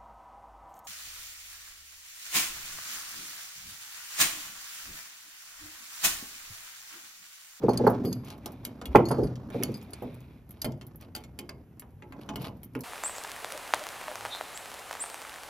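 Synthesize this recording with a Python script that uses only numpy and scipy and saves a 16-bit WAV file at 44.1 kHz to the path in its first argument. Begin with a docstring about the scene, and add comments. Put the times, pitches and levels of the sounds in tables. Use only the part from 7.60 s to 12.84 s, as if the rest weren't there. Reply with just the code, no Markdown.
"""Outdoors at a wooden trailer deck, close up on a phone's two microphones.
A steel tie-down chain is handled and hooked up: held links click, free links ring, sliding links
scrape, and the hook and binder sing briefly after each contact. The heavy chain and binder knock
and drag on the deck, which booms with bending waves. Faint open-air rumble lies underneath."""
import sys
import numpy as np
from scipy import signal
from scipy.fft import rfft, irfft, next_fast_len
from scipy.io import wavfile

SR = 44100
rng = np.random.default_rng(int(sys.argv[2]) if len(sys.argv) > 2 else 0)


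def put_to_file(sound):
    """Save the sound as 16-bit audio at rate SR, in the file named by the first command-line argument."""
    columns = np.atleast_2d(sound).T  # one column per channel
    safe = np.clip(columns, -1, 1)
    whole_steps = np.round(safe * 32767)
    wavfile.write(sys.argv[1], SR, whole_steps.astype(np.int16))


N = 230904

# links, and twice the hook, left free to ring: t/s, level/dB, t60/s, lead mode/Hz, second mode/Hz
FREE_RINGS = [(.092, -41.5, 0.13, 4400, 6350), (.174, -25, 0.037, 4410, 8500),
              (.273, -41, 0.067, 4390, 4880), (.453, -51, 0.44, 11600, 8210),
              (.455, -52.5, 0.37, 4440, 4740), (.528, -29.5, 0.032, 4860, 6530),
              (1.050, -30.5, 0.017, 13100, 8900), (1.358, -41, 0.093, 9300, 14500),
              (1.454, -46, 0.22, 4387, 6600), (1.486, -38.5, 0.079, 9050, 11630),
              (1.512, -34, 0.052, 9300, 11200), (1.513, -52.5, 0.5, 4420, 4840),
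              (1.634, -48.5, 0.13, 9400, 11350), (1.671, -56.5, 0.064, 4470, 9470),
              (2.036, -44, 0.14, 4530, 6780), (2.036, -55, 0.13, 14400, 10300),
              (2.141, -45, 0.13, 4880, 10100), (2.214, -62, 0.091, 6630, 4387),
              (2.333, -38, 0.042, 8750, 9400), (3.017, -25, 0.043, 11487, 4850),
              (3.048, -33.5, 0.043, 4360, 11100), (3.120, -54, 0.026, 11487, 4960),
              (3.550, -36, 0.06, 4680, 9500), (3.790, -35, 0.039, 3055, 2420),
              (3.893, -36.5, 0.024, 2116, 2580)]
# modes of the deck: f/Hz, level/dB, t60/s
DECK_MODES = [(124.97, -1.5, 0.91), (208, -27, 0.27), (247.4, 1.5, 0.64), (310, -9.5, 0.22),
              (413, -8.5, 0.76), (465, -4, 0.25), (563, -7, 0.46), (698, -0.5, 0.22), (840, -3.5, 0.14),
              (850, -8.5, 0.28), (1240, 1.5, 0.069), (1307, -11, 0.33), (1620, -17, 0.34)]
# spectrum of the booming deck: f/Hz, level/dB
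BOOM_SPECTRUM = [(40, -21), (85, -13), (125, 2.5), (160, -2), (190, 2), (245, 6.5), (450, -4.5), (900, -3),
                 (1500, -4.5), (2500, -9), (5000, 2)]
# short-lived modes of the hook and binder: f/Hz, level/dB
HOOK_MODES = [(2170, 0), (2420, -8), (2840, -8.5), (3010, -3), (3130, -2.5), (3350, -7.5), (6590, -34.5)]


def undb(db):
    """Decibels to gain."""
    return 10 ** (np.asarray(db) / 20)


def unit(x):
    """Scale to rms 1."""
    return x / np.sqrt(np.mean(x ** 2) + 1e-20)


def seconds(length):
    """Time axis of the given length."""
    return np.arange(int(length * SR)) / SR


def fade(t, t60):
    """Exponential decay by 60 dB in t60."""
    return np.exp(-np.log(1000) * t / t60)


def read(table, hz):
    """Read (f/Hz, value) points on a log-frequency axis."""
    points, values = np.transpose(table)
    return np.interp(np.log(hz + 1), np.log(points), values)


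def shape(x, response):
    """Filter by a function of frequency."""
    size = next_fast_len(2 * x.shape[-1])
    hz = np.arange(size // 2 + 1) * SR / size
    return irfft(rfft(x, size) * response(hz), size)[..., :x.shape[-1]]


def colour(x, table):
    """Causal filter with the given (f/Hz, level/dB) curve, built from its cepstrum."""
    def response(hz):
        cepstrum = irfft(np.log(undb(read(table, hz))))
        cepstrum[1:len(cepstrum) // 2] *= 2
        cepstrum[len(cepstrum) // 2 + 1:] = 0
        return np.exp(rfft(cepstrum))
    return shape(x, response)


def noise(size):
    """Noise with a flat spectrum and random phases."""
    return unit(irfft(np.exp(2j * np.pi * rng.random(size // 2 + 1)), size))


def stereo(mid, other):
    """Left and right from a common sound and an unrelated one."""
    # how unlike the two microphones hear a sound: f/Hz, side minus mid/dB
    width = [(50, -13), (130, -22), (380, -19), (600, -8), (1200, -8), (3000, -7), (6000, -11),
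             (12000, -17)]
    side = colour(other, width)
    return np.array([mid + side, mid - side])


def grainy(grain_db, size):
    """Stereo noise whose level jumps every size samples."""
    grains = undb(grain_db * np.repeat(rng.standard_normal(N // size + 1), size)[:N])
    return stereo(noise(N) * grains, noise(N) * grains)


def ring(t, hz, t60):
    """One struck mode."""
    return np.sin(2 * np.pi * hz * t + 2 * np.pi * rng.random()) * fade(t, t60)


def add(out, s, x):
    """Mix x into out from time s on."""
    start = max(int(s * SR), 0)
    x = x[..., :max(N - start, 0)]
    out[..., start:start + x.shape[-1]] += x


def open_air(level_db=-51.5):
    """The bed of the location: low outdoor rumble with a thin hiss."""
    # spectrum of the air: f/Hz, relative level/dB
    spectrum = [(25, -26.5), (60, 6), (125, 4), (240, -9), (450, -18), (1000, -34), (1800, -32),
                (2600, -35.5), (4500, -49), (9000, -43.5), (12000, -38), (14000, -45), (16000, -62)]
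    return undb(level_db) * unit(colour(stereo(noise(N), noise(N)), spectrum))


def hand_strokes(attack_s=0.038, release_s=0.089, sag_db=-16.5):
    """Strength of the rubbing over time: each stroke starts quickly, sags as it slows and lets go."""
    # hands drawing along the chain: t/s, length/s, level/dB
    strokes = [(0, 1, -59), (0.632, 0.099, -62.5), (0.807, 1, -63), (1.305, 0.24, -54.5),
               (1.9, 0.48, -49.5), (2.326, 0.546, -55), (3.587, 0.1, -56), (4.55, 0.88, -70.5)]
    out = np.zeros(N)
    for s, length, db in strokes:
        t = seconds(length)
        edges = np.clip(np.minimum(t / attack_s, (length - t) / release_s), 0, 1)
        add(out, s, edges * undb(db + sag_db * t / length))
    return out


def drag_and_rub(rub, drag_db=-3, drag_top_hz=480):
    """The shifting chain keeps the deck murmuring while links, hands and sleeves rub finely."""
    # how much the chain shifts on the deck: t/s, level/dB
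    shifting = [(0.0, -36), (0.34, -27), (0.57, -45.5), (1.02, -46), (1.36, -41.5), (1.53, -27),
                (1.66, -37.5), (2.84, -54), (3.69, -50.5), (4.33, -59), (4.71, -40.5), (5.24, -60)]
    # spectrum of the rubbing: f/Hz, level/dB
    rub_spectrum = [(400, 7), (900, 13.5), (1900, 5.5), (2400, 14.5), (3000, 1.5), (3500, 7.5), (4300, 0.5),
                    (7000, -10.5), (9000, -4.5), (12000, -4), (14000, -15), (16000, -11.5)]
    drag = undb(drag_db + np.interp(np.arange(N) / SR, *np.transpose(shifting)))
    jolts, slips = grainy(4, size=400), grainy(3, size=48)
    murmur = shape(colour(jolts, BOOM_SPECTRUM), lambda hz: 1 / (1 + (hz / drag_top_hz) ** 2))
    return drag * unit(murmur) + rub * unit(colour(slips, rub_spectrum))


def bending_wave(t, travel_s=0.005554, echo_s=.0042, echo_db=-1.0, scatter_db=-2):
    """A blow and its echoes from the plank ends; bending waves carry highs faster than lows."""
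    # spectrum of the first wave: f/Hz, level/dB
    spectrum = [(40, -33.5), (110, -10.5), (190, -7.5), (320, -4.5), (420, 6), (490, 6.5), (620, -11),
                (850, 2), (1100, -9.5), (1400, -9), (2500, -19), (5000, -11.5)]
    push = np.zeros(len(t))
    for k in range(4):
        add(push, k * echo_s * rng.uniform(0.9166, 1.0), undb([k * echo_db]) * rng.choice([-1, 1]))
    scatter = noise(len(t)) * fade(t, 0.17)
    push += undb(scatter_db) * scatter / np.linalg.norm(scatter)
    # each frequency is delayed by travel_s * (sqrt(500 / hz) - 1 / 3)
    dispersed = shape(push, lambda hz: np.exp(-2j * np.pi * travel_s * (2 * np.sqrt(500 * hz) - hz / 3)))
    return colour(dispersed, spectrum)


def deck_boom(t):
    """Dense plank and frame vibration, in octave bands; the lows outlast the highs."""
    # decay of the boom: f/Hz, t60/s
    decay = [(120, 1), (250, 0.29), (500, 0.44), (1000, 0.28), (3000, 0.12)]
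    hiss, out = noise(len(t)), 0
    for centre in 62.5 * 2. ** np.arange(8):
        band = shape(hiss, lambda hz: np.clip(1 - abs(np.log2((hz + 1) / centre)), 0, 1))
        out = out + band * fade(t, read(decay, centre))
    return colour(out, BOOM_SPECTRUM)


def deck_knocks(soft_db=-32.5, boom_sag=0.55, modes_db=-4, leak_db=-48):
    """Each knock sends a bending wave through the deck and leaves it booming; soft ones boom more."""
    # chain and binder landing on the deck: t/s, level/dB, treble cutoff of the contact/Hz
    knocks = [(0.035, -21.5, 510), (.082, -19, 880), (.196, -24.5, 606), (.236, -23.5, 620),
              (.266, -14.5, 1300), (0.297, -26.5, 756), (0.397, -36, 350), (.441, -33, 445),
              (0.467, -34, 450), (0.858, -54, 1060), (1.215, -52.5, 1510), (1.349, -8.5, 1190),
              (1.391, -24.5, 780), (1.508, -26, 1200), (1.582, -21.5, 497), (1.616, -27, 482.4),
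              (1.945, -32, 560), (2.001, -34.5, 480), (2.084, -37, 423), (2.421, -41.5, 644),
              (3.057, -37, 327.5), (5.154, -40, 477)]
    out, t = np.zeros((2, N)), seconds(.9)
    onset = int(.02 * SR)
    for s, db, top_hz in knocks:
        boom_db = -0.5 - boom_sag * (db - soft_db)  # relative to the first wave
        modes = sum(undb(d + 1.4 * rng.standard_normal()) * ring(t, f, t60) for f, d, t60 in DECK_MODES)
        wave = stereo(bending_wave(t), bending_wave(t))
        boom = stereo(deck_boom(t), deck_boom(t))
        contact = signal.butter(4, top_hz, fs=SR, output="sos")
        for part, part_db in [(wave, 0), (boom, boom_db), (np.array([modes, modes]), boom_db + modes_db)]:
            dulled = signal.sosfilt(contact, part) + undb(leak_db) * part
            add(out, s, undb(db + part_db) * dulled / np.sqrt(np.mean(dulled[:, :onset] ** 2)))
    return out


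def link_contacts(rub, idle_db=-76, scatter_db=3, stray_count=34):
    """List the snaps, the tick that starts each ring, and stray ticks whose level follows the rubbing."""
    # held links snapping together: t/s, level/dB, relative low-mids/dB, relative treble/dB
    snaps = [(.134, -46, -0.5, -2), (.269, -53, -4, 10), (.300, -49.5, -4, 13.5), (.45, -54.5, 16.5, 12),
             (.647, -55, -1, -0.5), (.683, -52, 0.5, -4), (.703, -45.5, -1, -6), (.859, -37.5, -11, -5.5),
             (1.051, -38, 0, 5.5), (1.214, -47, 6, -11), (1.256, -41, 1, 1.5), (1.357, -35.5, 23.5, -4),
             (1.756, -50.5, -1, -11), (1.902, -55, 15, -5), (2.026, -45.5, 15, 1), (2.0347, -28.5, -6, 3.5),
             (2.334, -48, -3, -14), (2.424, -60.5, 16.5, 12.5), (2.892, -66, -13.5, 14.5),
             (2.908, -58, 1, 16), (3.018, -36.5, -7, -2.5), (3.0445, -42, 13.5, 8.5), (3.212, -50.5, 7, -8),
             (3.267, -62, -6, 13), (3.358, -69.5, -3, 27.5), (3.411, -55.5, 1, 1), (3.551, -47.5, 13.5, 13),
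             (3.563, -41, 3, -1.5), (3.638, -50.5, 2.5, -8), (3.789, -41, 5.5, 0.5),
             (3.8915, -48.5, 8.5, -7.5), (4.196, -47.5, -5, 12.5), (4.221, -63, 23, -9),
             (4.4225, -60, 22, -8.5), (4.523, -56.5, 19.5, -3.5), (4.690, -42.5, 10.5, -12.5),
             (4.758, -41, 7, 0.5), (4.819, -50, -7, 5), (5.032, -55.5, -2, 15), (5.045, -63, -23, 15.5),
             (5.151, -51, 19, -0.5), (5.191, -66.5, 21, 17), (5.207, -47.5, -25, 4)]
    # a tick grows more slowly than its ring
    ticks = [(s, -35.5 + 0.35 * db, 0.5, -14.5) for s, db, *_ in FREE_RINGS]
    strays = []
    for when, force, tilt in rng.random((stray_count, 3)):
        db = 20 * np.log10(undb(-2) * rub[int(when * N)] + undb(idle_db))
        db += scatter_db * (2 * force - 1)
        strays.append((when * N / SR, db, -10, 5 + scatter_db * (2 * tilt - 1)))
    return snaps + ticks + strays


def link_clicks(contacts, level_db=-4.5, firm_db=-40, rise_s=0.00039, hook_db=-9):
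    """A hard crack, then micro-bounces as the links seat (less after a firm snap); the hook rings."""
    out, t = np.zeros((2, N)), seconds(.09)
    hz = np.geomspace(300, 16000, 120)
    crack = unit(fade(t, t60=0.007) * (1 - np.exp(-t / rise_s)))
    for s, db, low_db, top_db in contacts:
        grains = undb(5 * np.repeat(rng.standard_normal(len(t)), 24)[:len(t)])
        chatter = grains * fade(t, t60=0.068) * (1 - fade(t, t60=0.016))
        force = crack + undb(-1.1 * max(db - firm_db, 0)) * unit(chatter)
        tone = [(300, low_db + 2.5), (1200, low_db - 3), (2400, low_db - 5), (4500, -2.5), (7500, -3),
                (11500, top_db), (14000, top_db - 7), (16000, top_db - 10)]
        # a gripped link has heavily damped resonances, different at every point of contact
        resonances_db = 4 * rng.standard_normal(len(hz))
        burst = stereo(noise(len(t)) * force, noise(len(t)) * force)
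        click = colour(burst, np.transpose([hz, read(tone, hz) + resonances_db]))
        # the first 10 ms between 3.5 and 9 kHz set the level
        bite = shape(click, lambda f: (f > 3500) & (f < 9000))[:, :SR // 100]
        click /= np.sqrt(np.mean(bite ** 2))
        hook = sum(undb(d + 7.4 * rng.standard_normal((2, 1))) * ring(t, f, t60=0.089)
                   for f, d in HOOK_MODES)
        add(out, s, undb(db + level_db) * (click + undb(hook_db + min(low_db, 3)) * hook))
    return out


def link_rings(rise_s=0.00047, second_db=-4, others_db=-16, detune=0.0028, mic_scatter_db=3.5):
    """Where a link is struck decides which two modes lead; its neighbour rings slightly off pitch."""
    # modes of one link: f/Hz, level/dB
    link_modes = [(4387, 7.5), (4850, 11.5), (6535, 2), (8250, -1), (9000, 5), (10065, 6.5), (11500, 4.5),
                  (13560, -4.5), (14400, -18), (14990, -10)]
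    out, t = np.zeros((2, N)), seconds(.35)
    for s, db, t60, lead_hz, second_hz in FREE_RINGS:
        modes = [(lead_hz, 0), (second_hz, second_db)]
        modes += [(f * (1 + detune * rng.standard_normal()), d + others_db) for f, d in link_modes]
        chime = 0
        for hz, mode_db in modes:
            neighbour = undb(-6) * ring(t, hz * (1 + 0.0031 * rng.standard_normal()), t60 / 2)
            mic_gains = undb(mode_db + mic_scatter_db * rng.standard_normal((2, 1)))
            chime = chime + mic_gains * (ring(t, hz, t60) + neighbour)
        choke = np.exp(-(t / (0.94 * t60)) ** 4)  # the link soon settles against the next one
        add(out, s, undb(db) * chime * (1 - np.exp(-t / rise_s)) * choke)
    return out


def hook_after_ring(steel, level_db=-21, t60=0.17, spread=0.054, cluster_size=7):
    """Every contact sets the hook and binder briefly singing in clusters of close modes."""
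    t = seconds(.8)
    mid, side = [sum(undb(d) * ring(t, f * (1 + spread * rng.standard_normal()), t60)
                     for f, d in HOOK_MODES * cluster_size) for _ in range(2)]
    body = stereo(mid, side) / np.linalg.norm(mid)
    return undb(level_db) * signal.fftconvolve(steel, body, axes=1)[:, :N]


def yard_echoes(steel, wet_db=-19, t60=0.31, top_db=-9):
    """Weak scattered echoes reach the microphones from the deck, the tractor and the trees."""
    t = seconds(.5)
    tail = stereo(noise(len(t)), noise(len(t))) * fade(t, t60) * (1 - fade(t, 0.066))
    tail = colour(tail / np.linalg.norm(tail[0]), [(2500, 0.018), (6000, top_db / 2), (13000, top_db)])
    return undb(wet_db) * signal.fftconvolve(steel, tail, axes=1)[:, :N]


def anchor_tugs(steel, level_db=-7, modes_db=-4, top_hz=1100, delay_s=0.00398):
    """The taut chain carries every contact to its anchor, where the deck thuds and rings on."""
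    t = seconds(.6)
    lowpass = signal.butter(4, top_hz, fs=SR, output="sos")
    thud = signal.sosfilt(lowpass, stereo(deck_boom(t), deck_boom(t)))
    modes = sum(undb(d) * ring(t, f, t60) for f, d, t60 in DECK_MODES)
    deck = thud / np.linalg.norm(thud[0]) + undb(modes_db) * modes / np.linalg.norm(modes)
    out = np.zeros((2, N))
    add(out, delay_s, signal.fftconvolve(steel.mean(axis=0, keepdims=True), deck, axes=1))
    return undb(level_db) * out


def link_scrapes():
    """Sliding steel catches and slips in dense, uneven grains."""
    # links sliding over steel: t/s, length/s, level/dB
    slides = [(0.636, 0.13, -51), (2.864, 0.17, -65.5), (3.393, 0.071, -56.5), (4.605, 0.038, -54.5),
              (4.791, 0.11, -42.5)]
    # spectrum of the scraping: f/Hz, level/dB
    spectrum = [(400, 9), (1000, 10.5), (1800, 0), (2200, 6), (2700, 5.5), (3200, 3), (4500, 2),
                (7000, -12), (11500, -1), (15000, -27.5)]
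    push = np.zeros(N)
    for s, length, db in slides:
        add(push, s, undb(db) * np.hanning(int(length * SR)) ** .5)
    return push * unit(colour(grainy(5, size=60), spectrum))


def weight_bumps(length_s=0.0704):
    """Shifting weight gives a few slow cycles of low rumble."""
    # soft bumps: centre t/s, f/Hz, level/dB
    bumps = [(1.305, 65.6, -28), (1.36, 47.3, -33), (1.65, 53.3, -29.5), (3.721, 91, -47.5)]
    out, t = np.zeros((2, N)), seconds(length_s)
    for s, hz, db in bumps:
        add(out, s - length_s / 2, undb(db) * np.hanning(len(t)) * np.sin(2 * np.pi * hz * t))
    return out


def phone_body(near):
    """The phone's body shades the two microphones and shifts the phase between them."""
    # shading of the microphones: f/Hz, left minus right/dB
    balance = [(120, .5), (500, -1.5), (1100, -2.8), (2200, -2), (4400, 2.6), (8000, -.4), (12000, -.8)]
    # how far the left microphone trails the right: f/Hz, phase/rad
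    lag = [(100, 0), (1400, .1), (2500, -.5), (3800, -1.2), (4900, -1.1), (5700, .8), (6600, 1.1),
           (7700, 2.7), (9500, 3.5), (12400, 5.8), (16000, 6.5)]
    left = shape(near[0], lambda hz: undb(read(balance, hz) / 2) * np.exp(-1j * read(lag, hz)))
    right = shape(near[1], lambda hz: undb(-read(balance, hz) / 2))
    return np.array([left, right])


def scene():
    """Chain, deck and open air as they arrive at the nearby phone."""
    rub = hand_strokes()
    steel = link_clicks(link_contacts(rub)) + link_rings() + link_scrapes()
    chain = steel + hook_after_ring(steel) + yard_echoes(steel) + anchor_tugs(steel)
    return phone_body(chain + deck_knocks() + drag_and_rub(rub) + weight_bumps() + open_air())


def record(dry, top_hz=15400):
    """The phone rounds the loudest peaks and cuts the top."""
    rounded = dry / (1 + dry ** 6) ** (1 / 6)
    return signal.sosfilt(signal.ellip(8, .2, 70, top_hz, fs=SR, output="sos"), rounded)


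dry = scene()
out = record(dry)
put_to_file(out)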